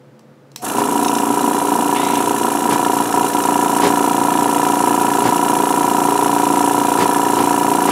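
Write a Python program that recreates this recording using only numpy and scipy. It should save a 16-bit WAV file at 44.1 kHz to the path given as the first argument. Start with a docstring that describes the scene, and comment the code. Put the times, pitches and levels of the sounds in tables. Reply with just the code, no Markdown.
"""The diaphragm pump of a desoldering station runs on a workbench, started by a click of the trigger.
Each shaft turn knocks the housing into free vibration, claps a valve shut and drives two hissing gasps
of air. As the vacuum builds, the strokes grow harder and more even and the motor hum firms up.
Now and then a knock falters or the case rattles, and once molten solder slurps up the nozzle.
Beneath it all lies the faint hum of the workshop."""
import sys
import numpy as np
from scipy import signal
from scipy.fft import rfft, irfft, next_fast_len
from scipy.io import wavfile

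SR = 44100
rng = np.random.default_rng(int(sys.argv[2]) if len(sys.argv) > 2 else 0)


def put_to_file(sound):
    """Save the sound as 16-bit audio at rate SR, in the file named by the first command-line argument."""
    columns = np.atleast_2d(sound).T  # one column per channel
    safe = np.clip(columns, -1, 1)
    whole_steps = np.round(safe * 32767)
    wavfile.write(sys.argv[1], SR, whole_steps.astype(np.int16))


N = 348831
TIME = np.arange(N) / SR
FFT_SIZE = next_fast_len(N + SR // 2)  # room for filter tails
HZ = np.fft.rfftfreq(FFT_SIZE, 1 / SR)

SHAFT_HZ, FIRST_KNOCK_S = 28.8513, .7833
START_S, SPIN_UP_S = .617, .165
SCATTER_OPEN_DB, SCATTER_TIGHT_DB = 1.3, .5  # stroke scatter: line open, full vacuum

# modes of the housing: f/Hz, level/dB, T60/s
HOUSING_MODES = [(149.4, -20, 0.036), (288, -15.5, 0.096), (313.6, -17, 0.088), (340, -6, 0.023),
                 (413.5, -10, 0.033), (424.8, -22, 0.16), (538.5, -25, 0.13), (721.7, -5.5, 0.028),
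                 (782.6, -4, 0.021), (805.5, -13, 0.045), (969.4, -7.5, 0.073), (1306, -13, 0.021),
                 (1336, -12.5, 0.033)]
# knocks that are unusually hard or weak: t/s, number of turns, level change/dB
ODD_STROKES = [(.783, 2, 2.5), (2.239, 1, -7), (2.378, 1, -9), (2.586, 2, -4), (2.863, 2, 2),
               (3.036, 3, -9), (3.175, 1, 3), (3.279, 2, -9), (3.418, 1, -8)]
# modes of the valve flap: f/Hz, level/dB, T60/s
FLAP_MODES = [(1320, -21, 0.02), (1750, -29.5, 0.03), (2846, -23.5, 0.016), (3530, -31.5, .014),
              (5950, -32, 0.013)]
# resonances of the valve chamber: f/Hz, bandwidth/Hz, level/dB
CHAMBER_RESONANCES = [(423, 42, 8), (735, 53, 8), (992, 39, -1.5), (1296, 118, 4.5), (1710, 17.4, 5.5),
                      (2360, 65, -8), (2636, 220, -13), (3300, 120, -14), (4130, 150, -18),
                      (5450, 370, -16.5), (6030, 810, -18.5)]
# spits of air at the valve: t/s, level/dB
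SPIT_EVENTS = [(1.048, -19.5), (1.082, -16), (1.152, -21), (1.185, -22), (2.050, -22), (2.154, -22),
               (3.126, -26), (3.335, -22.5), (3.438, -23)]
# resonances of the spits: f/Hz, bandwidth/Hz, level/dB
SPIT_RESONANCES = [(2760, 120, 2.5), (3700, 230, 0), (5520, 570, 1), (6130, 150, 1)]
# motor harmonics: multiple of the shaft rate, level with the line open/dB, level at full vacuum/dB
MOTOR_HARMONICS = [(4, -49, -44.5), (6, -53, -37.5), (8, -35, -34), (10, -33, -31.5), (14, -28.5, -29.5),
                   (17, -37, -35)]
# spectrum of the air hiss: f/Hz, relative level/dB
HISS_SPECTRUM = [(900, -7), (1800, -11), (2800, -4), (4000, -7), (4800, -11), (5600, -5.5), (7200, 2),
                 (11000, -2), (11800, -7), (13200, -3.5), (14500, -23), (15800, -30)]
# resonances of the air path: f/Hz, bandwidth/Hz, level/dB
PIPE_RESONANCES = [(2414, 104, 7.5), (2880, 150, -3), (3960, 80, 7), (5460, 140, 2.5), (5890, 82, 0),
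                   (7640, 140, -11), (8320, 92, -5), (8670, 88, 4), (9370, 71, 1), (10250, 170, 4),
                   (11020, 370, 5.5), (12050, 210, 3), (12760, 130, -3), (13800, 150, -7), (14200, 130, 0)]
# spectrum of the churning motor: f/Hz, relative level/dB
CHURN_SPECTRUM = [(40, -57), (110, -15), (165, -17), (220, -7), (300, -1), (410, -8.5), (600, -12.5),
                  (740, -2.5), (830, -8.5), (970, -2), (1100, -9.5), (1400, -12), (2100, -29), (5000, -32)]
# resonances of the open line: f/Hz, bandwidth/Hz, level/dB
LINE_RESONANCES = [(255, 75, -0.5), (407, 43, -5.5)]
# fits of rattling: t/s, duration/s, level/dB
RATTLE_EVENTS = [(.77, 0.066, -24.5), (2.687, 0.081, -19.5), (3.803, 0.1, -15), (5.23, 0.08, -19),
                 (6.979, 0.085, -17), (7.353, 0.1, -22.5), (7.862, 0.094, -18)]
# spectrum of the chattering case: f/Hz, relative level/dB
CHATTER_SPECTRUM = [(40, -31), (105, -4), (200, 7.5), (380, 6.5), (600, -2), (750, 5.5), (1300, -2),
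                    (2200, -7.5), (4000, -12.5), (6500, -16), (14000, -32)]
# low resonances of the case: f/Hz, bandwidth/Hz, level/dB
CASE_RESONANCES = [(116, 22, -3.5), (402, 38, 2)]
# clicks of the trigger: t/s, level/dB
CLICK_EVENTS = [(.193, -39), (0.517, -38), (0.5604, -13)]
# resonances of the trigger: f/Hz, bandwidth/Hz, level/dB
TRIGGER_RESONANCES = [(940, 370, 0.5), (2620, 1100, 0), (4240, 650, 2), (5460, 500, 6), (6400, 500, -6),
                      (7500, 310, 0), (9000, 1200, -32), (12400, 1200, -17)]
# hum of the workshop: f/Hz, level/dB
HUM_TONES = [(140, -52.5), (221, -56), (291, -68), (506, -56.5)]
# spectrum of the room noise: f/Hz, relative level/dB
ROOM_SPECTRUM = [(25, -18), (60, -27), (90, -29), (130, -5), (175, -14), (310, -12.5), (400, -15.5),
                 (515, -17), (660, -21), (1300, -27), (2500, -36.5), (7000, -46.5), (15000, -54)]
# echoes that differ between left and right: f/Hz, level/dB
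SIDE_SPECTRUM = [(100, -36), (300, -56.5), (600, -19.5), (2000, -35), (4000, -22.5), (8000, -14),
                 (15000, -11)]
# stereo balance: f/Hz, left minus right level/dB
BALANCE = [(2500, 0), (4000, -.5), (8000, -2), (15000, -1.4)]


def knocks(open_db=-2.4, tight_db=.31, limp_s=.00019, jitter_s_per_db=.00008):
    """Impact excitation: the connecting rod rings the housing once a turn, harder under load."""
    times, limp = turns()
    size, late = rng.standard_normal((len(times), 2)).T
    scatter_db = loaded(times, SCATTER_OPEN_DB, SCATTER_TIGHT_DB)
    db = loaded(times, open_db, tight_db) + scatter_db * size
    for at, count, change_db in ODD_STROKES:
        first = np.argmin(abs(times - at))
        db[first:first + count] += change_db
    onsets = times + limp_s * limp + jitter_s_per_db * scatter_db * late
    return strike(onsets, spin(times) ** 2 * amp(db), ring(HOUSING_MODES))


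def valve(clap_db=-30, thud_db=-16, thud_hz=330, thud_t60=.053, lag_s=.0198, decay_s=.0042):
    """Transient excitation: the flap shuts with a tick and a thud, and a puff sounds the chamber."""
    times, limp = turns()
    size, late = rng.standard_normal((len(times), 2)).T
    scatter_db = loaded(times, SCATTER_OPEN_DB, SCATTER_TIGHT_DB)
    force = amp(loaded(times, -9.5, -4.5) + .6 * limp + scatter_db * size)
    onsets = times + lag_s + .0002 * scatter_db * late  # on the return stroke
    t = TIME[:SR // 20]
    puff = noise() * strike(onsets, force, np.exp(-t / decay_s) * (1 - np.exp(-t / .0006)))
    clap = amp(clap_db) * unit(colour(puff, resonances(CHAMBER_RESONANCES)))
    thud = strike(onsets, force, -ring([(thud_hz, thud_db, thud_t60)]))
    tick = strike(onsets, amp(scatter_db * size - 2 * limp), ring(FLAP_MODES))
    return clap + thud + tick


def spits(decay_s=.0048):
    """Resonant noise bursts: on a few return strokes the valve spits air more sharply."""
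    times, db = np.transpose(SPIT_EVENTS)
    envelope = strike(times, amp(db), np.exp(-TIME[:SR // 20] / decay_s))
    return envelope * shaped_noise(resonances(SPIT_RESONANCES))


def motor(waver_rad=.067, waver_hz=6, swell_db=1.5, swell_hz=1.34):
    """Harmonics of rotation: tones at multiples of the shaft rate waver and shift balance with load."""
    angle = 2 * np.pi * SHAFT_HZ * (TIME - FIRST_KNOCK_S) + waver_rad * drift(waver_hz)
    tones = 0
    for order, open_db, tight_db in MOTOR_HARMONICS:
        db = loaded(TIME, open_db, tight_db) + swell_db * drift(swell_hz)
        tones = tones + amp(db) * np.sin(order * angle)
    return spin(TIME) * np.sqrt(2) * tones


def inrush(hz=720, db=-31, lag_s=.017, width_s=.027):
    """Starting transient: the motor sings briefly as the current comes on."""
    envelope = np.exp(-((TIME - START_S - lag_s) / width_s) ** 2)
    return amp(db) * envelope * np.sin(2 * np.pi * hz * TIME)


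def gasps(lag_s, width_s, db, limp_db, scatter_db=1, jitter_s=.00066):
    """Pulsating flow: one port passes a Gaussian puff each turn, stronger and weaker in alternation."""
    times, limp = turns()
    size, late = rng.standard_normal((len(times), 2)).T
    puff = np.exp(-((TIME[:SR // 15] - 1 / SHAFT_HZ) / width_s) ** 2)
    onsets = times + lag_s - 1 / SHAFT_HZ + jitter_s * late
    return strike(onsets, amp(db + scatter_db * size - limp_db * limp), puff)


def hiss(db=-28.5, leak=.22, broadband=1.04):
    """Modulated flow noise: intake and exhaust hiss in turn through the air path, over a steady leak."""
    intake = gasps(lag_s=.0071, width_s=.0065, db=.22, limp_db=-.3)
    exhaust = gasps(lag_s=.0253, width_s=.0029, db=0, limp_db=1.4)
    flow = (leak + intake + exhaust) * draught(open_db=-.8, tight_db=-.3, start_db=11)
    path = amp(spectrum(HISS_SPECTRUM)) * (broadband + resonances(PIPE_RESONANCES))
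    comb = 1 + .37 * echoes(length_s=.012, count=14)  # reflections off the bench and shelves
    return amp(db) * unit(colour(noise() * flow, path * comb))


def churn():
    """Broadband machine noise: the motor churns low beneath the hiss."""
    envelope = draught(open_db=-24.5, tight_db=-24, start_db=-8)
    return envelope * shaped_noise(amp(spectrum(CHURN_SPECTRUM)))


def burble(db=-27):
    """Flow-driven resonance: air burbles in the open line and dies away as the vacuum builds."""
    envelope = amp(db) * spin(TIME) * (1 - vacuum(TIME))
    return envelope * shaped_noise(resonances(LINE_RESONANCES) ** 2)


def rattles(blows_per_s=500, grain=.42, boom_db=-4):
    """Random impacts: the case chatters in short fits of small blows and booms at its resonances."""
    envelope = sum(amp(db) * np.sin(np.pi * np.clip((TIME - at) / length, 0, 1))
                   for at, length, db in RATTLE_EVENTS)
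    blows = noise() * (rng.random(N) < blows_per_s / SR)
    chatter = unit(colour(grain * unit(blows) + noise(), amp(spectrum(CHATTER_SPECTRUM))))
    boom = amp(boom_db) * shaped_noise(resonances(CASE_RESONANCES))
    return envelope * (chatter + boom)


def slurp(at_s=1.95, clogged_hz=3260, cleared_hz=4100, glide_s=.085, whistle_s=.19, burst_s=.024):
    """Flow noise and tones: air bursts through molten solder; two whistles rise as the bore clears."""
    age = np.maximum(TIME - at_s, 0)
    attack = np.minimum(age / .016, 1)
    release = np.exp(-np.maximum(age - .22, 0) / .077)
    hz = cleared_hz + (clogged_hz - cleared_hz) * np.exp(-age / glide_s)
    phase = 2 * np.pi * np.cumsum(hz) / SR
    upper = np.sin(phase + .8 * drift(width_hz=90))  # phase noise roughens the tones
    lower = np.sin(.54 * phase + 1.6 * drift(width_hz=90))
    whistles = amp(-34.5) * np.exp(-(age / whistle_s) ** 4) * (upper + lower)
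    spray = shaped_noise(resonances([(2200, 310, 4), (2660, 790, 8), (3350, 1000, 3)]) ** 2)
    spray_db = -33 + 10 * np.exp(-(age / burst_s) ** 4)
    return attack * release * (amp(spray_db) * spray + whistles)


def trigger(attack_s=.00074, decay_s=.0013, tail_db=-24, tail_s=.04):
    """Impact and reflection: the switch snaps in its plastic grip; the bench returns a short tail."""
    times, db = np.transpose(CLICK_EVENTS)
    t = TIME[:SR // 8]
    decay = np.exp(-t / decay_s) + amp(tail_db) * np.exp(-t / tail_s)
    snap = decay * (1 - np.exp(-t / attack_s))
    return strike(times, amp(db), snap) * shaped_noise(resonances(TRIGGER_RESONANCES))


def workshop(room_db=-47.5, waver=.28):
    """Ambient noise floor: quiet room noise and hum tones under slow amplitude modulation."""
    hum = 0
    for hz, db in HUM_TONES:
        swell = 1 + waver * shaped_noise(np.exp(-HZ / 8))
        hum = hum + amp(db) * np.sqrt(2) * swell * np.sin(2 * np.pi * (hz * TIME + rng.random()))
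    return hum + amp(room_db) * shaped_noise(amp(spectrum(ROOM_SPECTRUM)))


def turns():
    """Period doubling: the time of each shaft turn, and a limp whose sign alternates between turns."""
    n = np.arange(-4, 207)
    return FIRST_KNOCK_S + n / SHAFT_HZ, (-1.) ** n


def spin(t):
    """Run-up: a linear ramp of strength, 0 to 1, as the motor starts."""
    return np.clip((t - START_S) / SPIN_UP_S, 0, 1)


def vacuum(t, midpoint_s=2.65, build_s=.4):
    """Logistic growth: the share of full vacuum, 0 to 1, which loads the pump."""
    return .5 + .5 * np.tanh((t - midpoint_s) / (2 * build_s))


def loaded(t, at_open, at_tight):
    """Load dependence: a value moves from its open-line to its full-vacuum setting."""
    return at_open + (at_tight - at_open) * vacuum(t)


def draught(open_db, tight_db, start_db, attack_s=.0084, settle_s=.016):
    """Relaxation: the flow opens with the motor and settles to the level set by the load."""
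    age = np.maximum(TIME - START_S, 0)
    db = loaded(TIME, open_db, tight_db) + start_db * np.exp(-age / settle_s)
    return np.minimum(age / attack_s, 1) * amp(db)


def ring(modes):
    """Modal superposition: damped sinusoids, with neighbouring modes in opposite phase."""
    t = TIME[:SR // 5]
    return -sum((-1) ** k * amp(db - 60 * t / t60) * np.sin(2 * np.pi * hz * t)
                for k, (hz, db, t60) in enumerate(modes))


def strike(times, sizes, shape):
    """Convolution: a train of scaled impulses repeats one shape."""
    train = np.zeros(N)
    inside = (times >= 0) & (times < TIME[-1])
    np.add.at(train, np.round(times[inside] * SR).astype(int), sizes[inside])
    return signal.oaconvolve(train, shape)[:N]


def resonances(rows):
    """Frequency response of damped resonators in parallel."""
    return sum(amp(db) * 1j * HZ * width / (hz ** 2 - HZ ** 2 + 1j * HZ * width)
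               for hz, width, db in rows)


def echoes(length_s, count):
    """Interference: the frequency response of randomly delayed early echoes."""
    delays = rng.uniform(.054, 1, count) * length_s
    signs = rng.choice([-1, 1], count)
    taps = np.zeros(FFT_SIZE)
    np.add.at(taps, (delays * SR).astype(int), signs / np.sqrt(count))
    return rfft(taps)


def spectrum(points):
    """Interpolation of levels over logarithmic frequency."""
    hz, db = np.transpose(points)
    return np.interp(np.log(HZ + 1), np.log(hz + 1), db)


def colour(x, response):
    """Linear filtering by a frequency response."""
    return irfft(rfft(x, FFT_SIZE) * response, FFT_SIZE)[:N]


def noise():
    """White Gaussian noise."""
    return rng.standard_normal(N)


def shaped_noise(response):
    """Filtered noise of rms 1."""
    return unit(colour(noise(), response))


def drift(width_hz):
    """Random modulation: low-pass noise of rms 1."""
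    return shaped_noise(np.exp(-(HZ / width_hz) ** 2))


def amp(db):
    """Level to amplitude ratio."""
    return 10 ** (np.asarray(db) / 20)


def unit(x):
    """Normalisation to rms 1."""
    return x / np.sqrt(np.mean(x ** 2) + 1e-20)


def scene():
    """Superposition: all sources add; echoes widen the image and the treble leans to the right."""
    pump = knocks() + valve() + spits() + inrush() + motor() + hiss() + churn() + burble() + rattles()
    mid = pump + slurp() + trigger() + workshop()
    side = colour(mid, amp(spectrum(SIDE_SPECTRUM)) * echoes(length_s=.025, count=40))
    lean = amp(spectrum(BALANCE) / 2)
    return np.array([colour(mid, lean) + side, colour(mid, 1 / lean) - side])


def record(dry, ceiling=.85, low_cut_hz=85, high_cut_hz=15750):
    """Soft saturation rounds the highest peaks; band limiting removes deep bass and extreme treble."""
    rounded = dry / (1 + (dry / ceiling) ** 8) ** (1 / 8)
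    thin = signal.sosfilt(signal.butter(2, low_cut_hz, "high", fs=SR, output="sos"), rounded)
    low_pass = signal.firwin(511, high_cut_hz, window=("kaiser", 9), fs=SR)
    return signal.oaconvolve(thin, low_pass[None], "same")


dry = scene()
out = record(dry)
put_to_file(out)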